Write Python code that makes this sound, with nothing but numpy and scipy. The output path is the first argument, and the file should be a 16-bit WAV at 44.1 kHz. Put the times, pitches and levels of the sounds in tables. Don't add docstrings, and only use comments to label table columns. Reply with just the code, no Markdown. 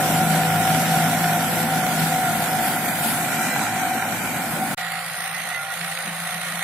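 import sys
import numpy as np
from scipy import signal
from scipy.fft import rfft, irfft, next_fast_len
from scipy.io import wavfile
from scipy.ndimage import uniform_filter1d, map_coordinates

SR = 44100
rng = np.random.default_rng(int(sys.argv[2]) if len(sys.argv) > 2 else 0)


def natural_amplitude(level_db):
    exponent = np.asarray(level_db, float) / 20
    return 10 ** exponent


def wav_record(signal):
    frames = np.transpose(np.atleast_2d(signal))
    bounded = np.clip(frames, -1, 1)
    quanta = np.round(bounded * 32767).astype(np.int16)
    wavfile.write(sys.argv[1], SR, quanta)


N = 292383
T = np.arange(N) / SR
CHANGE_S = 4.746


def unit(x):
    return x / np.sqrt(np.mean(x ** 2) + 1e-20)


def along(points, hz):
    f, v = np.transpose(points)
    return np.interp(np.log(hz + 1), np.log(f + 1), v)


def curves(rows):
    s, *cols = np.transpose(rows)
    return [np.interp(T, s, c) for c in cols]


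def swells(rows):
    return sum(db * np.exp(-((T - s) / length) ** 2) for s, length, db in rows)


def wobble(rate):
    knots = rng.standard_normal(N // 200)
    return map_coordinates(knots, [T * rate])


def filtered(x, response):
    m = next_fast_len(N + 8192)
    return irfft(rfft(x, m) * response(np.fft.rfftfreq(m, 1 / SR)), m)[..., :N]


def tone(cycles, flutter_db, drift, rate):
    phase = 2 * np.pi * (cycles + rng.random() + drift * wobble(rate))
    return np.sqrt(2) * natural_amplitude(flutter_db * wobble(rate)) * np.sin(phase)


# [f/Hz, likeness 0-1]
LIKENESS = [
    [(60, 0.41), (130, 0.86), (290, 0.93), (640, 0.98), (1410, 0.73), (2300, 0.31), (2800, .1),
     (15000, 0.081)],
    [(60, 0.75), (130, 0.98), (290, 0.58), (640, 0.99), (1030, .72), (1410, 0.77), (1720, 0.9),
     (2070, 0.94), (2750, .15), (3400, 0.27), (15000, 0.085)],
]


def rush(spectrum, side, patchy_db, streaky_db=0):
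    z = signal.stft(rng.standard_normal((2, N)), nperseg=512)[2]
    patch = uniform_filter1d(rng.standard_normal(z.shape[1:]), size=6, axis=0)
    patch = uniform_filter1d(patch, size=10, axis=1)
    streak = uniform_filter1d(rng.standard_normal(z.shape), size=2, axis=1)
    streak = uniform_filter1d(streak, size=8, axis=2)
    gain_db = patchy_db * unit(patch) + streaky_db * unit(streak)
    pair = signal.istft(z * natural_amplitude(gain_db), nperseg=512)[1][:, :N]

    def spread(hz):
        colour = natural_amplitude(along(spectrum, hz)) * np.clip(hz / spectrum[0][0], 0, 1) ** 6
        angle = np.arccos(np.clip(along(LIKENESS[side], hz), 0, 1)) / 2
        return colour * [np.cos(angle), np.sin(angle)]

    mid, diff = filtered(pair, spread)
    return unit(np.array([mid + diff, mid - diff]))


# [start level/dB, loss/dB per s]
STEADY_LAYERS = [
    [(-29, 0.83), (-41.5, 1), (-40, 3), (-40, 3), (-28.5, 0.52)],
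    [(-59.5, 0), (-51, 1.5), (-59, 0), (-53, 5.5), (-40, -1)],
]


def steady(side):
    start_db, loss_db = np.transpose(STEADY_LAYERS[side])
    return start_db[:, None] - loss_db[:, None] * (T - side * CHANGE_S)


# [t/s, third order level/dB]
STACK_FACING = [
    [(0.0, -48), (0.09, -24.5), (.35, -23.5), (.65, -29), (1.05, -25), (1.4, -31.5), (1.91, -29.5),
     (2.05, -26), (2.19, -34), (2.45, -33.5), (2.6, -35.5), (3.5, -40), (4.12, -51), (4.21, -47),
     (4.63, -35.5), (4.74, -51)],
    [(4.79, -42), (4.856, -37), (5.25, -45.5), (5.45, -43), (5.55, -46), (5.7, -48), (5.758, -48),
     (5.82, -37), (5.95, -45), (6.086, -41.5), (6.25, -35.5), (6.55, -38), (6.63, -38)],
]
# [multiple of firing, level/dB to the third order]
EXHAUST_ORDERS = [
    [(1.16, -24), (3, 1.5), (3.5, -15), (4, -13), (4.5, -19), (5, -16)],
    [(1.21, -33), (2.5, -27), (3, -1), (3.5, -24), (4, -26), (5, -37)],
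]
# [f/Hz, level/dB per Hz]
PIPE_COLOUR = [
    [(76, -51), (130, 0), (226, 4.5), (345, -4), (439, -13), (500, -11.5), (560, -5.5), (650, -8.5),
     (1100, -120)],
    [(150, -32), (200, 5), (240, -10), (300, -11), (380, -10), (460, -5), (520, -24), (700, -120)],
]
# [f/Hz, level/dB per Hz]
GROUND_COLOUR = [
    [(13, -57), (22, -29), (59, -22.5), (99, -18.5), (150, -10.5), (200, -20), (330, -120)],
    [(13, -64), (22, -38), (65, -19), (113, -22), (150, 1), (200, -17), (330, -120)],
]
# [t/s, length/s, rise/dB]
ECHO_THROBS = [
    (.32, 0.097, -14),
    (.6, .1, 5),
    (.95, 0.054, -7),
    (1.12, .06, 4),
    (1.9, .1, -7),
    (3.2, .05, -6),
    (3.4, .06, 1),
    (3.7, 0.087, 9.5),
    (4.15, .12, 7.5),
    (4.6, 0.091, 3),
]
# [t/s, length/s, rise/dB]
RUMBLE_LUMPS = [(4.79, .03, 9), (4.96, 0.054, 8), (5.18, .025, 8), (5.42, .06, 4), (5.6, .05, -2),
                (5.84, .05, 6), (5.95, .04, -10), (6.08, 0.08, 16), (6.26, .03, -6), (6.43, 0.068, 7),
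                (6.54, .04, 12)]


def exhaust(side, firings):
    order_db, = curves(STACK_FACING[side])
    rumble_db, ground_db, second_db = steady(side)[:3]
    flutter_db, rate = [(1.4, 11), (2.6, 19)][side]
    orders = sum(natural_amplitude(db) * tone(k * firings, flutter_db, drift=0.065, rate=rate)
                 for k, db in EXHAUST_ORDERS[side])
    second = tone(2 * firings, flutter_db=-1.5, drift=0.18, rate=8.1)
    puff = natural_amplitude(0.46 * np.cos(2 * np.pi * firings) + 0.58 * wobble(4.4))
    rumble = unit(puff * rush(PIPE_COLOUR[side], side, patchy_db=1.5, streaky_db=[0, 4.5][side]))
    ground = rush(GROUND_COLOUR[side], side, patchy_db=2.5)

    sound = natural_amplitude(order_db - 2.5) * orders
    sound = sound + natural_amplitude(second_db + swells(ECHO_THROBS)) * second
    sound = sound + natural_amplitude(rumble_db + side * swells(RUMBLE_LUMPS)) * rumble
    return sound + natural_amplitude(ground_db) * ground


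# [clatter depth/dB, rasp and hiss depth/dB]
BEAT_DEPTH = [(.75, .3), (1.2, 1.5)]
# [t/s, engine block level/dB]
NEARNESS = [
    [(0.0, -33), (0.84, -32.5), (3.25, -34.5), (3.45, -33.5), (4.66, -36), (4.71, -34), (4.74, -37)],
    [(4.79, -32), (4.974, -33.5), (6.608, -32.5), (6.63, -31)],
]
# [f/Hz, level/dB per Hz]
BLOCK_COLOUR = [
    [(620, -16), (1050, -8.5), (1190, -13.5), (1370, 0), (1480, 0), (1600, -3.5), (1880, -3), (1970, -4.5),
     (2400, -5), (2640, -16), (3040, -11), (4800, -21.5), (6240, -21.5), (10600, -120)],
    [(620, -38), (1050, -26), (1130, -26), (1250, -9.5), (1370, -8.5), (1680, -12.5), (1880, -6.5),
     (2310, -12.5), (3000, -16), (3600, -15.5), (4800, -17.5), (6240, -25), (10600, -120)],
]
PUMP_HZ = [(1986, 1585, 2370), (1922, 1417, 1860, 2030)]
PUMP_REST = [(-24.5, -40, -35), (-24, -19, -25, -23.5)]
# [t/s, length/s, rise/dB over rest]
PUMP_LABOUR = [
    [[(2.7, 0.49, 12), (3.5, 0.3, 16)], [(2.8, 0.8, 22), (4, 0.86, 25.5)], [(3.5, .25, 18),
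     (4.25, 0.45, 18.5)]],
    [[(4.84, 0.11, 16), (5.17, 0.11, 18.5), (5.32, 0.038, 14), (5.52, .05, 17), (5.72, .05, 18.5),
     (6, 0.066, 13)], [(5.63, 0.13, 15), (6.5, 0.14, 9)], [(4.9, 0.13, 15), (5.35, .06, 14),
     (5.57, 0.081, 15), (6.1, .1, 13), (6.5, .12, 15.5)], [(4.95, 0.093, 13), (5.37, .06, 16),
     (5.56, 0.055, 21), (5.75, .05, 9)]],
]


def clatter(side, beat, jolt):
    level_db, = curves(NEARNESS[side])
    shake_db = BEAT_DEPTH[side][0] * beat + .45 * jolt
    block = unit(natural_amplitude(shake_db) * rush(BLOCK_COLOUR[side], side, patchy_db=-0.73, streaky_db=1.0))
    whines = zip(PUMP_HZ[side], PUMP_REST[side], PUMP_LABOUR[side])
    pump = sum(natural_amplitude(db + swells(rows)) * tone(hz * T, flutter_db=2.5, drift=[.3, .22][side], rate=18)
               for hz, db, rows in whines)
    return natural_amplitude(level_db + [3.5, 1.5][side]) * (block + pump)


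def knock(firings):
    count = int(firings[-1]) + 1
    cylinders = [1.45, .85, 1.0, .7]
    strength = np.resize(cylinders, count) * natural_amplitude(.8 * rng.standard_normal(count))
    swell = strength[firings.astype(int)] * np.sin(np.pi * (firings % 1)) ** 6
    return unit(swell - swell.mean())


# [t/s, whine level/dB]
GEAR_PULL = [
    [(0.0, -25), (0.7, -25), (0.88, -32.5), (0.94, -22), (1.64, -31), (1.74, -28.5), (2.65, -28.5),
     (2.86, -33), (3.43, -32.5), (3.46, -41), (3.87, -26.5), (4.57, -50.5), (4.63, -21), (4.74, -60)],
    [(4.79, -35), (5.02, -41), (6.542, -48.5), (6.63, -36)],
]
# [t/s, tooth mesh f/Hz]
MESH_PITCH = [
    [(0, 709), (.27, 706), (.36, 710), (.47, 709), (.6, 713), (.76, 704), (.95, 712), (1.14, 704),
     (1.28, 715), (1.44, 703), (1.57, 707), (1.7, 721), (1.87, 692), (2.0, 706), (2.08, 715), (2.23, 699),
     (2.4, 707), (2.58, 702), (2.76, 706), (2.92, 715), (3.03, 707), (3.15, 714), (3.29, 698), (3.45, 712),
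     (3.59, 725), (3.72, 710), (3.84, 703), (4.0, 708), (4.09, 715), (4.17, 708), (4.29, 715), (4.5, 708),
     (4.74, 710)],
    [(4.79, 723), (5.0, 727), (5.19, 723), (5.35, 730), (5.63, 734), (5.78, 723), (6.02, 744), (6.33, 727),
     (6.63, 737)],
]
# [multiple of mesh, level/dB to the first pair]
TOOTH_TONES = [
    [(1, -0.5), (2, -9.5), (2.135, -20)],
    [(1, -0.5), (1.22, -12), (1.575, -13), (1.99, -5)],
]
# [first pair level/dB, second pair level/dB to the whine]
PAIR_LEVEL = [(-7, -2), (-3, -6)]
# [t/s, length/s, rise/dB]
FIRST_BITES = [(.6, 0.069, 6), (1.0, 0.16, 2.5), (1.17, 0.044, -4), (1.31, 0.092, 6.5), (1.72, 0.075, 1),
               (2.1, 0.079, 6.5), (2.28, 0.04, 7.5), (2.8, 0.14, 4.5), (3.03, .05, 8.5), (3.3, 0.15, 4.5),
               (4.63, 0.03, -10), (4.9, 0.09, 4), (5.5, 0.05, 8.5), (6.3, 0.097, 9.5)]
# [t/s, length/s, rise/dB]
SECOND_PAIR_BITES = [(.25, 0.17, 2), (.72, 0.09, 5.5), (1.1, 0.11, -1.5), (1.52, 0.045, -4),
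                     (1.86, 0.049, 4.5), (2.14, 0.034, 6), (2.45, 0.074, -1), (2.6, 0.052, 4.5),
                     (2.9, 0.12, -6), (3.03, 0.041, 4.5), (3.12, 0.046, -6), (3.4, 0.057, 6.5),
                     (4.08, 0.04, 5.5), (4.2, 0.079, -8), (4.45, .06, 15.5), (4.9, .1, 5), (5.2, 0.12, 5.5),
                     (5.68, 0.076, 7.5), (5.9, 0.051, 14), (6.3, .2, -7)]
# [t/s, length/s, rise/dB]
THIRD_PAIR_BITES = [(.45, .08, 3.5), (.75, .06, -5.5), (.95, 0.07, 4.5), (1.66, 0.12, 8),
                    (1.92, 0.064, 2.5), (2.12, 0.065, 8.5), (2.45, 0.045, 13), (3.1, 1, -5.5),
                    (3.52, 0.035, 15), (4.57, 0.052, 9), (5.97, 0.077, 13)]
# [f/Hz, level/dB per Hz]
HOUSING_COLOUR = [
    [(250, -21), (430, -17.5), (461, -26), (540, -22), (620, -11.5), (705, -4.5), (746, -4), (824, -9),
     (1150, -22), (1500, -14), (2530, -120)],
    [(400, -70), (470, -19.5), (511, -10), (623, -8.5), (734, -2), (956, -10), (1150, -5), (1500, -21),
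     (2500, -120)],
]
# [t/s, length/s, rise/dB]
HOUSING_KNOCKS = [
    (3.562, .003, 8.5),
    (3.62, 0.0055, 7),
    (3.64, 0.076, 2.5),
]


def gearbox(side):
    inertia_s, mesh_wander = .04, .0005
    second_ratio, third_ratio = 1.067, .714
    dulls_hz, dulls_db = 665, 2.7

    whine_db, = curves(GEAR_PULL[side])
    third_db, housing_db = steady(side)[3:]
    mesh_hz = uniform_filter1d(curves(MESH_PITCH[side])[0], size=int(inertia_s * SR))
    teeth = np.cumsum(mesh_hz * (1 + mesh_wander * wobble(7.92))) / SR
    first = sum(natural_amplitude(db) * tone(k * teeth, flutter_db=1.6, drift=0.045 * k, rate=16)
                for k, db in TOOTH_TONES[side])
    second = tone(second_ratio * teeth, flutter_db=[1.8, 3][side], drift=[.055, .11][side], rate=15)
    third = tone(third_ratio * teeth, flutter_db=2.5, drift=0.14, rate=20)

    first_db, second_db = PAIR_LEVEL[side]
    pairs = natural_amplitude(first_db + swells(FIRST_BITES)) * first
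    pairs = pairs + natural_amplitude(second_db + swells(SECOND_PAIR_BITES)) * second
    whine = natural_amplitude(whine_db) * pairs + natural_amplitude(third_db + swells(THIRD_PAIR_BITES)) * third

    hum = rush(HOUSING_COLOUR[side], side, patchy_db=0.5)
    low_hum = filtered(hum, lambda hz: 1 / (1 + (hz / dulls_hz) ** 16))
    hum = hum - (1 - natural_amplitude(-dulls_db * T * (1 - side))) * low_hum
    return whine + natural_amplitude(housing_db + swells(HOUSING_KNOCKS)) * hum


# [t/s, rasp level/dB]
DISC_BITE = [
    [(0.0, -32), (0.75, -31.5), (1.68, -35), (2.02, -32.5), (2.24, -34), (3.02, -35.5), (3.04, -31.5),
     (3.22, -36), (3.64, -33), (3.71, -37.5), (4.65, -37.5), (4.74, -38)],
    [(4.79, -36), (5.328, -46.5), (5.702, -49.5), (5.716, -42), (6.152, -45.5), (6.63, -42.5)],
]
# [f/Hz, level/dB per Hz]
CLOD_COLOUR = [
    [(2530, -1), (4300, -4), (6870, -3), (8190, 0.5), (9800, -5), (12700, -51), (21600, -120)],
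    [(2530, -17), (4300, -25), (4830, -13), (5140, -11.5), (6110, -1), (6680, 1), (9800, -10), (12700, -52),
     (21600, -120)],
]
# [f/Hz, level/dB per Hz]
DUST_COLOUR = [
    [(5470, -23), (9300, -0.5), (10100, 3), (11600, 3.5), (13400, 2), (14900, -2.5), (15500, -5.5),
     (16000, -21)],
    [(5470, -10), (9300, -2.5), (10500, -0.5), (11300, -0.5), (13100, -6), (15000, -7), (15500, -10.5),
     (16000, -23)],
]
# [hiss over rasp/dB, its swing over the rasp's, loss when turned/dB]
HISS_RULE = [(1, 0.34, 3), (1, 0.4, -10)]
# [t/s, length/s, rise/dB]
DUST_PUFFS = [
    (2.03, 0.056, 1.5),
    (2.95, 0.43, 2.5),
    (3.1, .08, 3.5),
    (3.75, 0.23, -2),
    (4.52, .1, 2),
    (5.74, 0.028, 2),
]
# [t/s, turn 0-1]
PHONE_TURN = [
    [(0, 0), (1.7, .05), (2.9, .15), (3.2, .45), (3.4, 1), (4.3, 1), (4.5, .5), (4.75, .4)],
    [(4.78, 0), (5.1, .85), (5.4, 1), (6.63, 1)],
]


def harrow(side, beat, jolt):
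    rasp_db, = curves(DISC_BITE[side])
    turn, = curves(PHONE_TURN[side])
    over_db, swing, turned_db = HISS_RULE[side]
    mean_db = np.mean(DISC_BITE[side], axis=0)[1]
    hiss_db = mean_db + over_db + swing * (rasp_db - mean_db)
    hiss_db = hiss_db - turned_db * turn + swells(DUST_PUFFS)
    swell = natural_amplitude(BEAT_DEPTH[side][1] * beat + 0.7 * jolt)
    rasp = unit(swell * rush(CLOD_COLOUR[side], side, patchy_db=-0.7, streaky_db=1.5))
    hiss = unit(swell * rush(DUST_COLOUR[side], side, patchy_db=1.0, streaky_db=3))
    return natural_amplitude([3, -1.5][side]) * (natural_amplitude(rasp_db) * rasp + natural_amplitude(hiss_db) * hiss)


# [t/s, peak level/dB]
STONE_HITS = [
    [(0.1411, -17), (0.4344, -18), (0.5038, -17.5), (0.5606, -24), (0.6519, -23), (0.6759, -11.5),
     (0.7033, -18), (0.7472, -15), (1.0595, -21), (1.2426, -13), (1.8367, -17), (1.8657, -15.5),
     (2.355, -22), (2.6434, -19), (2.6818, -18), (2.7696, -20), (2.8604, -18), (2.8873, -13), (3.3283, -18),
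     (3.5927, -17), (3.6651, -23), (3.7788, -19), (3.9374, -23), (3.9823, -26), (4.0238, -15),
     (4.1245, -19)],
    [(5.0768, -29), (5.1427, -25), (5.2614, -22), (5.4036, -21), (5.4754, -25), (5.5018, -20),
     (5.5467, -19.5), (5.6505, -27.5), (5.8131, -17), (5.8486, -22.5), (5.9219, -20), (5.9748, -17),
     (6.0775, -20.5), (6.2906, -24), (6.3285, -25), (6.4692, -22), (6.5235, -18), (6.5934, -21)],
]


def stones(side):
    t60_s, trim_db = 0.018, -3.5
    length = SR // 20
    fall = np.zeros(N + length)
    for s, db in STONE_HITS[side]:
        fall[round(s * SR):][:length] += natural_amplitude(db + trim_db - 60 * T[:length] / t60_s)
    return fall[:N] * rush(BLOCK_COLOUR[side], side, patchy_db=0)


# [t/s, firing f/Hz]
FIRING_RATE = [
    [(0.0, 54.1), (1.6, 54.5), (2.0, 54.2), (3.0, 54.6), (4.74, 54.6)],
    [(4.79, 55.4), (5.0, 56.1), (6.62, 56.3)],
]
# [f/Hz, left minus right level/dB]
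PORT_BALANCE = [
    [(60, 1), (100, -0.5), (180, 2), (310, 0.5), (550, 3), (950, -1), (1650, -2.5), (2860, -3.5),
     (4970, 0.5), (8640, -5), (15000, 9)],
    [(60, 8), (100, -2), (180, 1.5), (310, -7), (550, -1.5), (950, 2), (1650, -5.5), (2860, -7), (4970, 1),
     (8640, -3), (15000, 2.5)],
]
PORT_LAG = [3.5e-5, 6.5e-5]


def tractor(side):
    firings = np.cumsum(curves(FIRING_RATE[side])[0] * (1 + 0.0033 * wobble(6))) / SR
    beat = knock(firings)
    jolt = unit(wobble(4) + 1.3 * wobble(9) + wobble(19) + .8 * wobble(37))
    sound = exhaust(side, firings) + clatter(side, beat, jolt) + gearbox(side)
    sound = sound + harrow(side, beat, jolt) + stones(side)
    half = np.array([[.5], [-.5]])

    def ports(hz):
        lag = PORT_LAG[side] * hz ** 3 / (hz ** 2 + 1300 ** 2)
        return natural_amplitude(along(PORT_BALANCE[side], hz) * half) * np.exp(-2j * np.pi * lag * half)

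    return filtered(sound, ports)


# [f/Hz facing, f/Hz turned, depth/dB facing, depth/dB turned]
BODY_SHADE = [
    [[(13200, 14800, 8, 1), (8550, 16000, 3, 8), (4870, 7400, 0.5, 5), (2570, 3300, 2, 8),
     (5750, 6800, -2, -1), (14800, 16000, 1.5, 0), (11400, 6300, -2, -3.5), (3510, 3900, -1.5, -2.5),
     (2300, 2360, 3.5, -6.5)], [(13300, 13300, -8, 4), (6460, 6700, 21, 2.5), (8250, 9400, -2, -10),
     (2550, 4800, 19, 21), (7500, 6580, 5, -8), (15200, 15200, -4, 2), (11100, 8800, -9, -2.5),
     (5270, 5500, 3, 4.5), (2020, 670, -8, -7.5)]],
    [[(13300, 13200, -2.5, 5.5), (14500, 14600, -5.5, 19), (10000, 9250, 5, 1.5), (5170, 5000, 1, 7.5),
     (3680, 3600, -0.5, 3.5), (8080, 7040, 3.5, -3)], [(13400, 13500, 2, 4), (15200, 15100, 16.5, 12),
     (8500, 13000, -4, 1), (6070, 5800, 8.5, 0), (4000, 4600, -4, 1.5), (12400, 12500, -11, 5)]],
]
# [t/s, f/Hz, depth/dB]
SOIL_ECHO = [
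    [(0, 6350, 2), (.5, 6700, 2.5), (1.9, 6600, 1), (2.15, 5720, 3), (3.1, 5900, 2), (3.35, 4530, 2),
     (4, 4900, 2), (4.4, 5900, 2), (4.74, 5700, 4)],
    [(4.78, 6400, 4), (5.08, 6500, 8), (5.13, 6900, 1), (5.2, 7200, 8), (5.4, 7200, 8), (5.5, 7000, 3),
     (5.8, 6550, 5), (6.1, 6750, 3), (6.63, 6740, 4)],
]


def shaded(x, notches):
    hz, t, z = signal.stft(x, SR, nperseg=512)

    def cut(centre_hz, depth_db, width):
        return natural_amplitude(-depth_db * np.exp(-((hz[:, None] / centre_hz - 1) / width) ** 2))

    turn = np.interp(t, *np.transpose(PHONE_TURN[0] + PHONE_TURN[1]))
    for near, far in zip(*notches):
        now = np.where(t < CHANGE_S, np.reshape(near, (4, 1)), np.reshape(far, (4, 1)))
        facing_hz, turned_hz, facing_db, turned_db = now
        centre_hz = facing_hz + turn * (turned_hz - facing_hz)
        depth_db = facing_db + turn * (turned_db - facing_db)
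        z = z * cut(centre_hz, depth_db, width=0.045)
    s, dip_hz, dip_db = np.transpose(SOIL_ECHO[0] + SOIL_ECHO[1])
    z = z * cut(np.interp(t, s, dip_hz), np.interp(t, s, dip_db), width=0.049)
    return signal.istft(z, SR, nperseg=512)[1][:N]


# [f/Hz, level/dB]
HIDING = [(2200, -30), (2700, -6.5), (3600, -5.5), (4400, -2.7), (5500, -2), (6600, -1.8), (8000, -2.8),
          (9800, -2), (11000, -4), (13000, -2.3), (14300, -2), (15200, -.5), (15700, 1.5)]


def starved(ports):
    frame, band = 2048, 8
    lead = frame // 2 - 287
    window = np.sin(np.pi * (np.arange(frame) + .5) / frame)
    hz, t, z = signal.stft(np.pad(ports, ((0, 0), (lead, 0))), SR, window, frame)
    power = np.add.reduceat(np.abs(z) ** 2, np.arange(0, len(hz), band), axis=1)
    power = uniform_filter1d(power, size=2, axis=2)
    around = uniform_filter1d(uniform_filter1d(power, size=23, axis=1), size=3, axis=2)
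    around = .6 * around + .4 * around[::-1]
    luck_db = 2.1 * unit(uniform_filter1d(rng.standard_normal(power.shape[1:]), size=2, axis=1))
    hidden = power < around * natural_amplitude(along(HIDING, hz[::band])[:, None] + luck_db) ** 2
    hidden &= np.abs(t - lead / SR - CHANGE_S - .012) > .06
    kept = np.repeat(np.where(hidden, natural_amplitude(-40), 1), band, axis=1)[:, :len(hz)]
    return signal.istft(z * kept, SR, window, frame)[1][:, lead:][:, :N]


def scene():
    stop_db = np.interp(T, [4.7458, 4.748, 4.762, 4.775], [1.0, -74, -70, -80])
    start_db = np.interp(T, [4.75, 4.768, 4.7715, 4.78], [-78, -50, -16, 0])
    return natural_amplitude(stop_db) * tractor(0) + natural_amplitude(start_db) * (T > CHANGE_S) * tractor(1)


def roll_off(x):
    return signal.sosfilt(signal.butter(12, 15720, fs=SR, output="sos"), x)


def record(dry):
    ports = np.array([shaded(x, notches) for x, notches in zip(dry, BODY_SHADE)])
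    mix = filtered(starved(ports), lambda hz: hz ** 2 / (hz ** 2 + 16.0 ** 2) * (hz < 15715))
    return roll_off(mix)


dry = scene()
out = record(dry)
wav_record(out)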